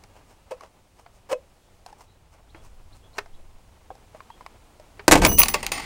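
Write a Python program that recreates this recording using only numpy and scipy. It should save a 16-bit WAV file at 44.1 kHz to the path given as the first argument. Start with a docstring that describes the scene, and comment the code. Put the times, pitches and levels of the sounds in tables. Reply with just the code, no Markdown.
"""A springy steel bar comes free and bangs about in its frame, outdoors and close to a camera.
Before that, for five seconds, a screwdriver ticks and slips on the screw while a spanner holds the nut.
When the screw lets go, the bar's blows shake the camera mount and send small steel parts off ringing,
and the loose tools clink and drag along the bar. Birds call far away over a soft rumble and hiss,
and nearby panels add a short echo."""
import sys
import numpy as np
from scipy import signal
from scipy.fft import rfft, irfft, next_fast_len
from scipy.io import wavfile
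from scipy.ndimage import map_coordinates

SR = 44100
rng = np.random.default_rng(int(sys.argv[2]) if len(sys.argv) > 2 else 0)


def digitize_waveform(pressure):
    """Quantize a signal to 16-bit integers and store it at the path in sys.argv[1].

    Rows of a 2-D input are taken as channels; values are limited to [-1, 1].
    """
    field = np.atleast_2d(pressure).T
    bounded = np.clip(field, -1, 1)
    quanta = np.round(bounded * 32767).astype(np.int16)
    wavfile.write(sys.argv[1], SR, quanta)


N = 257984
TIME = np.arange(N) / SR

# A "colour" says how strong each frequency is; "t60" is the time a sound takes to fade by 60 dB.
# how the three layers of the background rise and fall: t/s, rumble/dB, air/dB, hiss/dB
AIR_LEVELS = [(0.0, -55.5, -57.5, -64.5), (0.9, -62, -63, -67), (1.22, -57.5, -61, -67),
              (1.71, -58.5, -62.5, -65.5), (2.3, -59.5, -63, -69), (2.6, -51.5, -59.5, -65.5),
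              (3.79, -57, -61, -65), (4.21, -58.5, -57, -63), (4.8, -57.5, -58.5, -63.5),
              (5.0, -55, -54.5, -62)]
# colour of the background: f/Hz, level/dB
OUTDOOR_COLOUR = [(12, 6), (20, 4), (81, 0), (107, -3.5), (146, -14), (301, -16.5), (388, -16),
                  (849, -16.5), (1760, -27.5), (8650, -30), (14700, -38.5), (16000, -27)]
# calls of distant birds: t/s, length/s, middle f/Hz, level/dB
BIRD_CALLS = [(1.598, 0.096, 3480, -69), (2.06, 0.088, 3950, -69), (2.486, .03, 3850, -62),
              (2.54, 0.073, 3280, -65), (2.917, 0.03, 4000, -58.5), (3.022, .05, 3430, -62),
              (3.125, .038, 4150, -60.5), (3.33, 0.03, 3600, -62), (4.285, .066, 3210, -58.5)]
# how long the echo from nearby panels lasts: f/Hz, t60/s
ECHO_DECAY = [(100, 0.27), (500, 0.21), (2000, 0.14), (6000, 0.14), (15000, 0.077)]

# colour of the shaking camera mount: f/Hz, level/dB
SHUDDER_COLOUR = [(12, -33), (20, 6), (92, -6.5), (118, -10), (232, -9), (334, -14.5), (431, -11),
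                  (474, -3), (500, -23), (650, -49), (1100, -120)]
# slow, soft pushes on the camera: t/s, level/dB
CAMERA_BUFFETS = [(2.78, -45), (3.39, -44)]

# the tools slide along the bar: t/s, length/s, level/dB
TOOL_DRAGS = [(5.449, 0.078, -35.5), (5.543, 0.065, -37), (5.631, 0.062, -37.5), (5.724, 0.12, -30.5)]
# colour of steel rubbing on steel: f/Hz, level/dB
RUB_COLOUR = [(88, -36), (150, -3.5), (589, -13), (790, 4), (941, -9.5), (1630, -12.5), (2060, -7.5),
              (3770, -12.5), (6910, -19), (7920, -22), (9080, -23), (9820, -32), (16000, -29)]
# frequencies that the tools boost: f/Hz, width/Hz, level/dB
TOOL_RESONANCES = [(883, 25, -7), (1124, 27, 9), (1310, 110, -2.5), (2030, 450, -2), (2700, 120, -15),
                   (4550, 230, 2.5), (5070, 130, 4), (6200, 49, -5), (7060, 100, -3), (8750, 180, 7.5),
                   (10800, 250, -15), (11040, 240, 8), (14700, 640, -11)]

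# the blade touches screw and nut; grip and pressure set the pitch: t/s, f/Hz, ring/dB, clack/dB, click/dB
BLADE_TICKS = [(.038, 830, -49, -51, -47), (.609, 1120, -37.5, -51, -48), (1.0625, 697, -47, -45.5, -80),
               (1.329, 623, -28, -31, -56), (1.8628, 735, -37.5, -56, -41.5), (1.928, 830, -41, -55, -55),
               (2.008, 980, -44, -55, -50), (2.547, 328, -47.5, -45, -83), (3.183, 414, -31.5, -25, -35.5),
               (3.187, 1090, -29, -26, -37.5), (3.26, 685, -46.5, -48, -59), (3.904, 765, -32.5, -60, -68),
               (3.912, 512, -40.5, -69, -68), (3.953, 795, -46.5, -62, -54), (4.148, 633, -38, -54, -70),
               (4.205, 1050, -38, -41, -69), (4.302, 915, -35.5, -47, -60), (4.409, 994, -38, -47, -61),
               (4.4637, 1060, -39.5, -34, -45.5), (4.798, 613, -41.5, -58, -53),
               (4.9945, 407, -42, -35.5, -74)]
# colour of a tick: f/Hz, level/dB
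TICK_COLOUR = [(150, -43), (350, -15), (550, -5), (1000, -1.5), (1400, -6.5), (2200, -6.5), (3300, -19.5),
               (5000, -9.5), (8000, -17.5), (15000, -27.5)]
# tones of the held screwdriver: multiple of the tick's pitch, level/dB, share of the ring's t60
SHAFT_TONES = [(1.001, 1.5, 0.75), (2.1, -17, 0.7), (4.4, -24.5, 0.65)]
# soft scrapes, with a faint high sizzle swelling and fading: peak t/s, rasp/dB, sizzle/dB
SOFT_SCRAPES = [(.17, -50.5, -66), (.31, -57.5, -62.5), (0.531, -49, -68), (0.637, -44.5, -63),
                (.999, -52.5, -63), (1.16, -66, -65), (1.89, -50.5, -64), (2.015, -51.5, -59),
                (2.34, -57.5, -64), (2.565, -53.5, -71), (2.655, -55.5, -59.5), (2.96, -65, -62),
                (3.182, -45.5, -56), (4.164, -52, -70)]
# colour of that scraping: f/Hz, level/dB
SCRAPE_COLOUR = [(200, -13), (500, 4), (900, 5), (1800, -9.5), (2900, -9.5), (3600, -18), (5200, -7),
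                 (9000, -7.5), (11500, -20), (15000, -13)]
# the blade jumps out of the slot: t/s, length of the scrape before it/s, level/dB
BLADE_SKIDS = [(.518, 0.0092, -31.5), (1.329, .04, -21.5)]
# tones of the bar humming after a skid: f/Hz, level/dB, t60/s
BAR_LOW_TONES = [(503.5, 0, 0.15), (618, 1.5, 0.073), (1022, -8, 0.059), (2560, -15, 0.061)]

# small steel parts are set ringing: t/s, level/dB, treble tilt/(dB per octave), t60/s
STEEL_RINGS = [(5.264, -29, 18, 0.21), (5.286, -26.5, -2.5, 0.38), (5.326, -25.5, 3, 0.19),
               (5.385, -7.5, 14, 0.13), (5.399, -26, 12, .12), (5.416, -22, -8, 0.061),
               (5.483, -28, 10, 0.18), (5.717, -40, 1, .18)]
# their tones, where close pairs throb against each other: f/Hz, level/dB, multiple of the ring's t60
STEEL_TONES = [(2896, -15, 1.3), (4581, -24, 1), (6019, -1, 1.2), (6066, -10, 1), (8190, -15, 1),
               (10163, -17, .9), (10245, -3.5, 1.1), (13198, -14, 1), (15332, -8, .9), (15420, -3, .9),
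               (15490, -12, .8)]
# washer, spanner and blade knock together: t/s, clack/dB, click above the clack/dB, t60/s
TOOL_CLINKS = [(5.379, -37, 12, 0.05), (5.3855, -27, 6.5, 0.055), (5.3984, -22.5, 5.5, 0.063),
               (5.4177, -5, -18, 0.0081), (5.429, -34, 14, 0.062), (5.434, -16, 2, 0.019),
               (5.458, -27.5, -3, 0.043), (5.4844, -24, 7, 0.034), (5.54, -28.5, 6.5, 0.056),
               (5.543, -21.5, -3, 0.063), (5.630, -32.5, 1, 0.069), (5.6656, -18.5, 4, 0.014),
               (5.719, -24, 1.5, 0.043)]
# colour of a clink: f/Hz, level/dB
COLLISION_COLOUR = [(88, -33), (150, 13), (216, -24), (386, -3), (477, -4.5), (833, -2.5), (1430, -6),
                    (2810, -2), (3820, -7), (5950, -0.5), (6550, -2.5), (9630, -5), (10400, -13),
                    (12600, -8.5), (15000, -10)]
# the bar rings briefly as the tools graze it: t/s, level/dB
BAR_PINGS = [(5.632, -51), (5.719, -35), (5.775, -44)]
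# the high tones of those pings: f/Hz, level/dB, t60/s
BAR_HIGH_TONES = [(1870, -5, 0.25), (2630, -2, 0.28), (4700, 1, 0.09), (6840, 1.5, 0.12), (8800, -2, .25),
                  (11400, -22, 0.24)]

# the bar hits its frame: t/s, level/dB, step from each band to the next higher/dB, hardness from 0 to 1
BAR_BLOWS = [(5.0806, -8.5, 0, 0.99), (5.112, -10, 1.5, 1), (5.120, -6.5, 2.5, 0.73),
             (5.133, -18.5, 0, 0.47), (5.1543, -14.5, -4.5, 0.8), (5.176, -31, 0, 0),
             (5.219, -23.5, -2, 0.28), (5.237, -25.5, -3.5, 0.01), (5.2498, -15.5, 5, 0.69),
             (5.263, -22, 2, 1), (5.316, -34, -2, 0.45)]
# colour of a blow: f/Hz, level/dB
BLOW_COLOUR = [(71, -36), (120, 0.5), (217, -13), (289, 0), (569, -6), (617, -2.5), (805, -4), (1030, -5.5),
               (1290, -5), (2530, -12), (3520, -16), (7660, -15.5), (16000, -30.5)]
# frequencies that the frame boosts: f/Hz, width/Hz, level/dB
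FRAME_RESONANCES = [(288, 130, -20), (864, 13, -1), (1072, 33, 2.5), (1562, 14, 2), (1983, 74, -1.5),
                    (2270, 33, 7.5), (2540, 82, -8), (3220, 200, -14)]
# low tones of the whole frame clunking: f/Hz, level/dB, t60/s
FRAME_TONES = [(264, -6, 0.2), (307, 6.5, 0.13), (381.3, 1.5, 0.24), (515, -8, 0.12), (623, 7.5, 0.1),
               (670, -14, 0.14)]


def amp(db):
    """Turn decibels into a number to multiply by."""
    return 10 ** (np.asarray(db) / 20)


def unit(x):
    """Scale a signal to an average strength (rms) of 1."""
    return x / np.sqrt(np.mean(x ** 2) + 1e-20)


def since(s):
    """Seconds since time s, zero before it."""
    return np.maximum(TIME - s, 0)


def along(points, hz):
    """Read between the rows of a (frequency, value) table, giving each octave equal room."""
    freqs, values = np.transpose(points)
    return np.interp(np.log(hz + 1), np.log(freqs + 1), values)


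def wobble(rate):
    """A smooth random curve through `rate` new values a second."""
    return map_coordinates(rng.standard_normal(int(N * rate / SR) + 4), [TIME * rate])


def metal_gain(hz, colour, resonances, lift_db, ripple_hz, ripple_db):
    """The tone of a metal part: its colour, a few strong peaks and a ripple of many weak ones."""
    peaks = sum(amp(db + lift_db) / (1 + (2 * (hz - centre) / width) ** 2)
                for centre, width, db in resonances)
    ripple = np.interp(hz / ripple_hz, np.arange(2048), rng.standard_normal(2048))
    return amp(along(colour, hz)) * (1 + peaks) * amp(ripple_db * ripple)


def noise_bands(gain, edges_hz):
    """Noise shaped by gain(hz) and split softly at the edges into equally strong bands."""
    size = next_fast_len(N)
    hz = np.fft.rfftfreq(size, 1 / SR)
    spectrum = rfft(rng.standard_normal(size)) * gain(hz)
    bands = []
    for low, high in zip(edges_hz, edges_hz[1:]):
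        band = 1 / np.sqrt((1 + (low / (hz + 1)) ** 8) * (1 + (hz / high) ** 8))
        bands.append(unit(irfft(spectrum * band)[:N]))
    return bands


def add_burst(out, noise, s, db, rise, t60):
    """Add a burst of noise that swells up to time s and then dies away."""
    span = slice(max(0, int((s - 6 * rise) * SR)), int((s + 1.5 * t60) * SR))
    t = TIME[span] - s
    shape = np.exp(np.minimum(t, 0) / rise) * amp(-60 * np.maximum(t, 0) / t60)
    burst = noise[span] * shape
    out[span] += amp(db) * burst * np.linalg.norm(shape) / (np.linalg.norm(burst) + 1e-12)


def ring(tones, s, rise, blur=0):
    """Fading tones from time s on; blur makes them waver, as in a part that tumbles and rattles."""
    out, first = np.zeros(N), int(s * SR)
    t = TIME[:min(N - first, SR // 3)]
    attack = 1 - np.exp(-t / rise)
    for hz, db, t60 in tones:
        cycles = hz * t + rng.random()
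        cycles += blur * np.cumsum(rng.standard_normal(len(t))) / np.sqrt(SR)
        out[first:first + len(t)] += amp(db - 60 * t / t60) * np.sin(2 * np.pi * cycles) * attack
    return np.sqrt(2) * out


def outdoor_air():
    """Low rumble, soft air and hiss, each drifting a little in level."""
    rumble, air, hiss = noise_bands(lambda hz: amp(along(OUTDOOR_COLOUR, hz)), [15, 170, 2500, 16000])
    times, *columns = np.transpose(AIR_LEVELS)
    rumble_db, air_db, hiss_db = [np.interp(TIME, times, column) for column in columns]
    return (rumble * amp(rumble_db + 0.74 + 0.7 * wobble(8.8))
            + air * amp(air_db - 1.16 + 1.8 * wobble(48))
            + hiss * amp(hiss_db - 1.5 + 0.06 * wobble(10)))


def birds():
    """Thin, buzzy calls far away that glide up and level off."""
    out = np.zeros(N)
    buzz = 1 + 0.035 * wobble(900)
    for s, length, hz, db in BIRD_CALLS:
        span = slice(int(s * SR), int((s + length) * SR))
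        progress = np.linspace(0, 1, span.stop - span.start)
        sweep_hz = 4000 * np.exp(-length / 0.0277)  # short calls climb steeply, long ones hardly at all
        pitch = (hz + sweep_hz * (0.25 - (1 - progress) ** 2)) * buzz[span]
        out[span] += amp(db) * np.sin(np.pi * progress) * np.sin(2 * np.pi * np.cumsum(pitch) / SR)
    return out


def panel_echo(x):
    """Nearby panels answer with a short, slightly stereo echo whose treble dies first."""
    hz, t, spectrum = signal.stft(rng.standard_normal((2, SR // 2)), SR, nperseg=256)
    fade = amp(-60 * t / along(ECHO_DECAY, hz)[:, None])
    tail = signal.istft(spectrum * fade, SR, nperseg=256)[1]
    mid, side = signal.fftconvolve(x[None], tail / np.linalg.norm(tail[0]), axes=1)[:, :N]
    return mid + amp(-40.5) * np.array([side, -side])


def camera_mount():
    """The bar's jolt travels up the mount as a low shudder; before it, slow buffets come and go."""
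    jolt_s, attack_s, hold_s, fall_db_per_s = 5.08, 0.02, 0.22, 89
    shudder, = noise_bands(lambda hz: amp(along(SHUDDER_COLOUR, hz)), [18, 380])
    buffet, = noise_bands(lambda hz: 1 / (hz + 10), [6, 24])
    attack = 1 - np.exp(-since(jolt_s) / attack_s)
    shake = amp(-21 - fall_db_per_s * since(jolt_s + hold_s))
    handling = amp(-44.5)  # a little shudder stays while the tools are moved
    sway = sum(amp(db) * np.exp(-0.5 * ((TIME - s) / 0.14) ** 2) for s, db in CAMERA_BUFFETS)
    return shudder * attack * (shake + handling) + buffet * sway


def dragging_tools():
    """Steel slides on steel in small catches that make the tools ring; each slide fades as it slows."""
    attack_s, sag_db_per_s, release_s = 0.0047, 66, 0.018
    gain = lambda hz: metal_gain(hz, RUB_COLOUR, TOOL_RESONANCES,
                                 lift_db=2.5, ripple_hz=50.5, ripple_db=2)
    rub, = noise_bands(gain, [200, 16000])
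    pressure = np.zeros(N)
    for s, length, db in TOOL_DRAGS:
        attack = 1 - np.exp(-since(s) / attack_s)
        release = np.exp(-since(s + length) / release_s)
        pressure += amp(db - sag_db_per_s * since(s)) * attack * release
    catches = amp(2.4 * wobble(160))
    return rub * pressure * catches


def blade_ticks():
    """Each touch of the blade gives a hollow ring, a thud, a clack and a click; low ones last longer."""
    out, rise_s = np.zeros(N), 0.00036
    thud, clack, click = noise_bands(lambda hz: amp(along(TICK_COLOUR, hz)), [240, 850, 3300, 15000])
    for s, hz, ring_db, clack_db, click_db in BLADE_TICKS:
        clack_t60 = 21.8 / hz  # 21.8 cycles of the pitch
        ring_t60 = 1.9 * clack_t60
        tones = [(hz * multiple, db, ring_t60 * share) for multiple, db, share in SHAFT_TONES]
        out += amp(ring_db) * ring(tones, s, rise_s)
        add_burst(out, thud, s, ring_db - 13, rise_s, ring_t60)
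        add_burst(out, clack, s, clack_db, rise_s, clack_t60)
        add_burst(out, click, s, click_db, rise_s, 0.7 * clack_t60)
    return out


def blade_skids(rasp, sizzle):
    """The blade scrapes ever harder, judders and jumps out of the slot, leaving tool and bar humming."""
    swell_db_per_s, stop_s = 478, 0.0053
    judder_hz, judder_t60 = 531.5, 0.081
    out = np.zeros(N)
    scrape = (amp(-5) * rasp + amp(-18) * sizzle) * unit(amp(2.5 * wobble(600)))
    judder = np.sqrt(2) * amp(-0.5) * np.sin(2 * np.pi * (judder_hz * TIME + 0.09 * wobble(200)))
    for s, length, db in BLADE_SKIDS:
        swell = (TIME > s - length) * amp(db - swell_db_per_s * np.maximum(s - TIME, 0))
        fade_in = np.minimum(since(s - length) / length, 1)
        out += swell * scrape * np.exp(-since(s) / stop_s)
        out += swell * judder * fade_in * amp(-60 * since(s) / judder_t60)
        out += amp(db) * ring(BAR_LOW_TONES, s, rise=0.0013)
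    return out


def screwdriver():
    """The blade ticks in the slot and skids; soft scrapes and a faint high sizzle swell and fade."""
    out = blade_ticks()
    rasp, sizzle = noise_bands(lambda hz: amp(along(SCRAPE_COLOUR, hz)), [340, 3400, 15800])
    grain = unit(amp(2.7 * wobble(500)))
    for s, rasp_db, sizzle_db in SOFT_SCRAPES:
        add_burst(out, rasp * grain, s, rasp_db, rise=0.022, t60=0.14)
        add_burst(out, sizzle * grain, s, sizzle_db, rise=0.022, t60=0.14)
    return out + blade_skids(rasp, sizzle)


def ringing_steel():
    """Washer and spanner ring as they fly and collide, each ring with its own level, brightness, length."""
    out = np.zeros(N)
    for s, db, tilt_db, t60 in STEEL_RINGS:
        tones = [(hz, level + tilt_db * np.log2(hz / 10000), t60 * multiple)
                 for hz, level, multiple in STEEL_TONES]
        out += amp(db) * ring(tones, s, rise=0.0024, blur=1.1)
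    flicker = amp(wobble(110))
    return out * flicker


def clinking_tools():
    """The loosened tools collide in short, bright knocks and graze the bar, which pings."""
    out = np.zeros(N)
    gain = lambda hz: metal_gain(hz, COLLISION_COLOUR, TOOL_RESONANCES,
                                 lift_db=2, ripple_hz=70.84, ripple_db=3)
    knock, clack, click = noise_bands(gain, [200, 900, 3500, 15600])
    for s, db, bright_db, t60 in TOOL_CLINKS:
        rise = 0.013 * t60
        knock_db = db - 4 + 10.5 * np.log2(t60 / 0.055)  # a briefer contact carries less low knock
        add_burst(out, knock, s, knock_db, rise, 1.74 * t60)
        add_burst(out, clack, s, db, rise, t60)
        add_burst(out, click, s, db + bright_db, rise, 0.58 * t60)
    roughness = amp(2.1 * wobble(900))
    pings = sum(amp(db) * ring(BAR_HIGH_TONES, s, rise=0.0015, blur=1.5) for s, db in BAR_PINGS)
    return out * roughness + pings


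def banging_bar():
    """The freed bar hammers and chatters on its frame, which clunks; hard blows are sharp and short."""
    soft_rise_s, hard_rise_s = 0.0026, 0.00017
    soft_t60, hard_t60 = 0.16, 0.037
    crash = np.zeros(N)
    gain = lambda hz: metal_gain(hz, BLOW_COLOUR, FRAME_RESONANCES,
                                 lift_db=3.5, ripple_hz=45.54, ripple_db=1.2)
    knock, clack, click = noise_bands(gain, [170, 750, 3300, 16000])
    for s, db, tilt_db, hardness in BAR_BLOWS:
        rise = soft_rise_s * (hard_rise_s / soft_rise_s) ** hardness
        t60 = soft_t60 * (hard_t60 / soft_t60) ** hardness
        add_burst(crash, knock, s, db - tilt_db, rise, 1.42 * t60)  # the low band lasts longest
        add_burst(crash, clack, s, db - 0.5, rise, t60)
        add_burst(crash, click, s, db + tilt_db, rise, 0.72 * t60)
    chatter = amp(2.3 * wobble(700))
    clunks = sum(amp(db - tilt_db - 16.5) * ring(FRAME_TONES, s, rise=0.00056)
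                 for s, db, tilt_db, _ in BAR_BLOWS)
    return crash * chatter + clunks


def scene():
    """Every source sits in the middle; the far birds get the largest share of echo."""
    unscrewing = screwdriver()
    clatter = banging_bar() + clinking_tools()
    calls = birds()
    direct = unscrewing + clatter + calls
    direct += ringing_steel() + dragging_tools() + camera_mount() + outdoor_air()
    return direct + panel_echo(amp(-19) * unscrewing + amp(-15) * clatter + amp(-4) * calls)


def record(dry):
    """The loudest blows overload the camera, which rounds off their peaks; it also cuts the top treble."""
    ceiling, top_hz = 1.05, 15900
    rounded = dry / (1 + np.abs(dry / ceiling) ** 6) ** (1 / 6)
    size = next_fast_len(N + 8192)
    treble_cut = 1 / (1 + (np.fft.rfftfreq(size, 1 / SR) / top_hz) ** 120)
    return irfft(rfft(rounded, size) * treble_cut, size)[..., :N]


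dry = scene()
out = record(dry)
digitize_waveform(out)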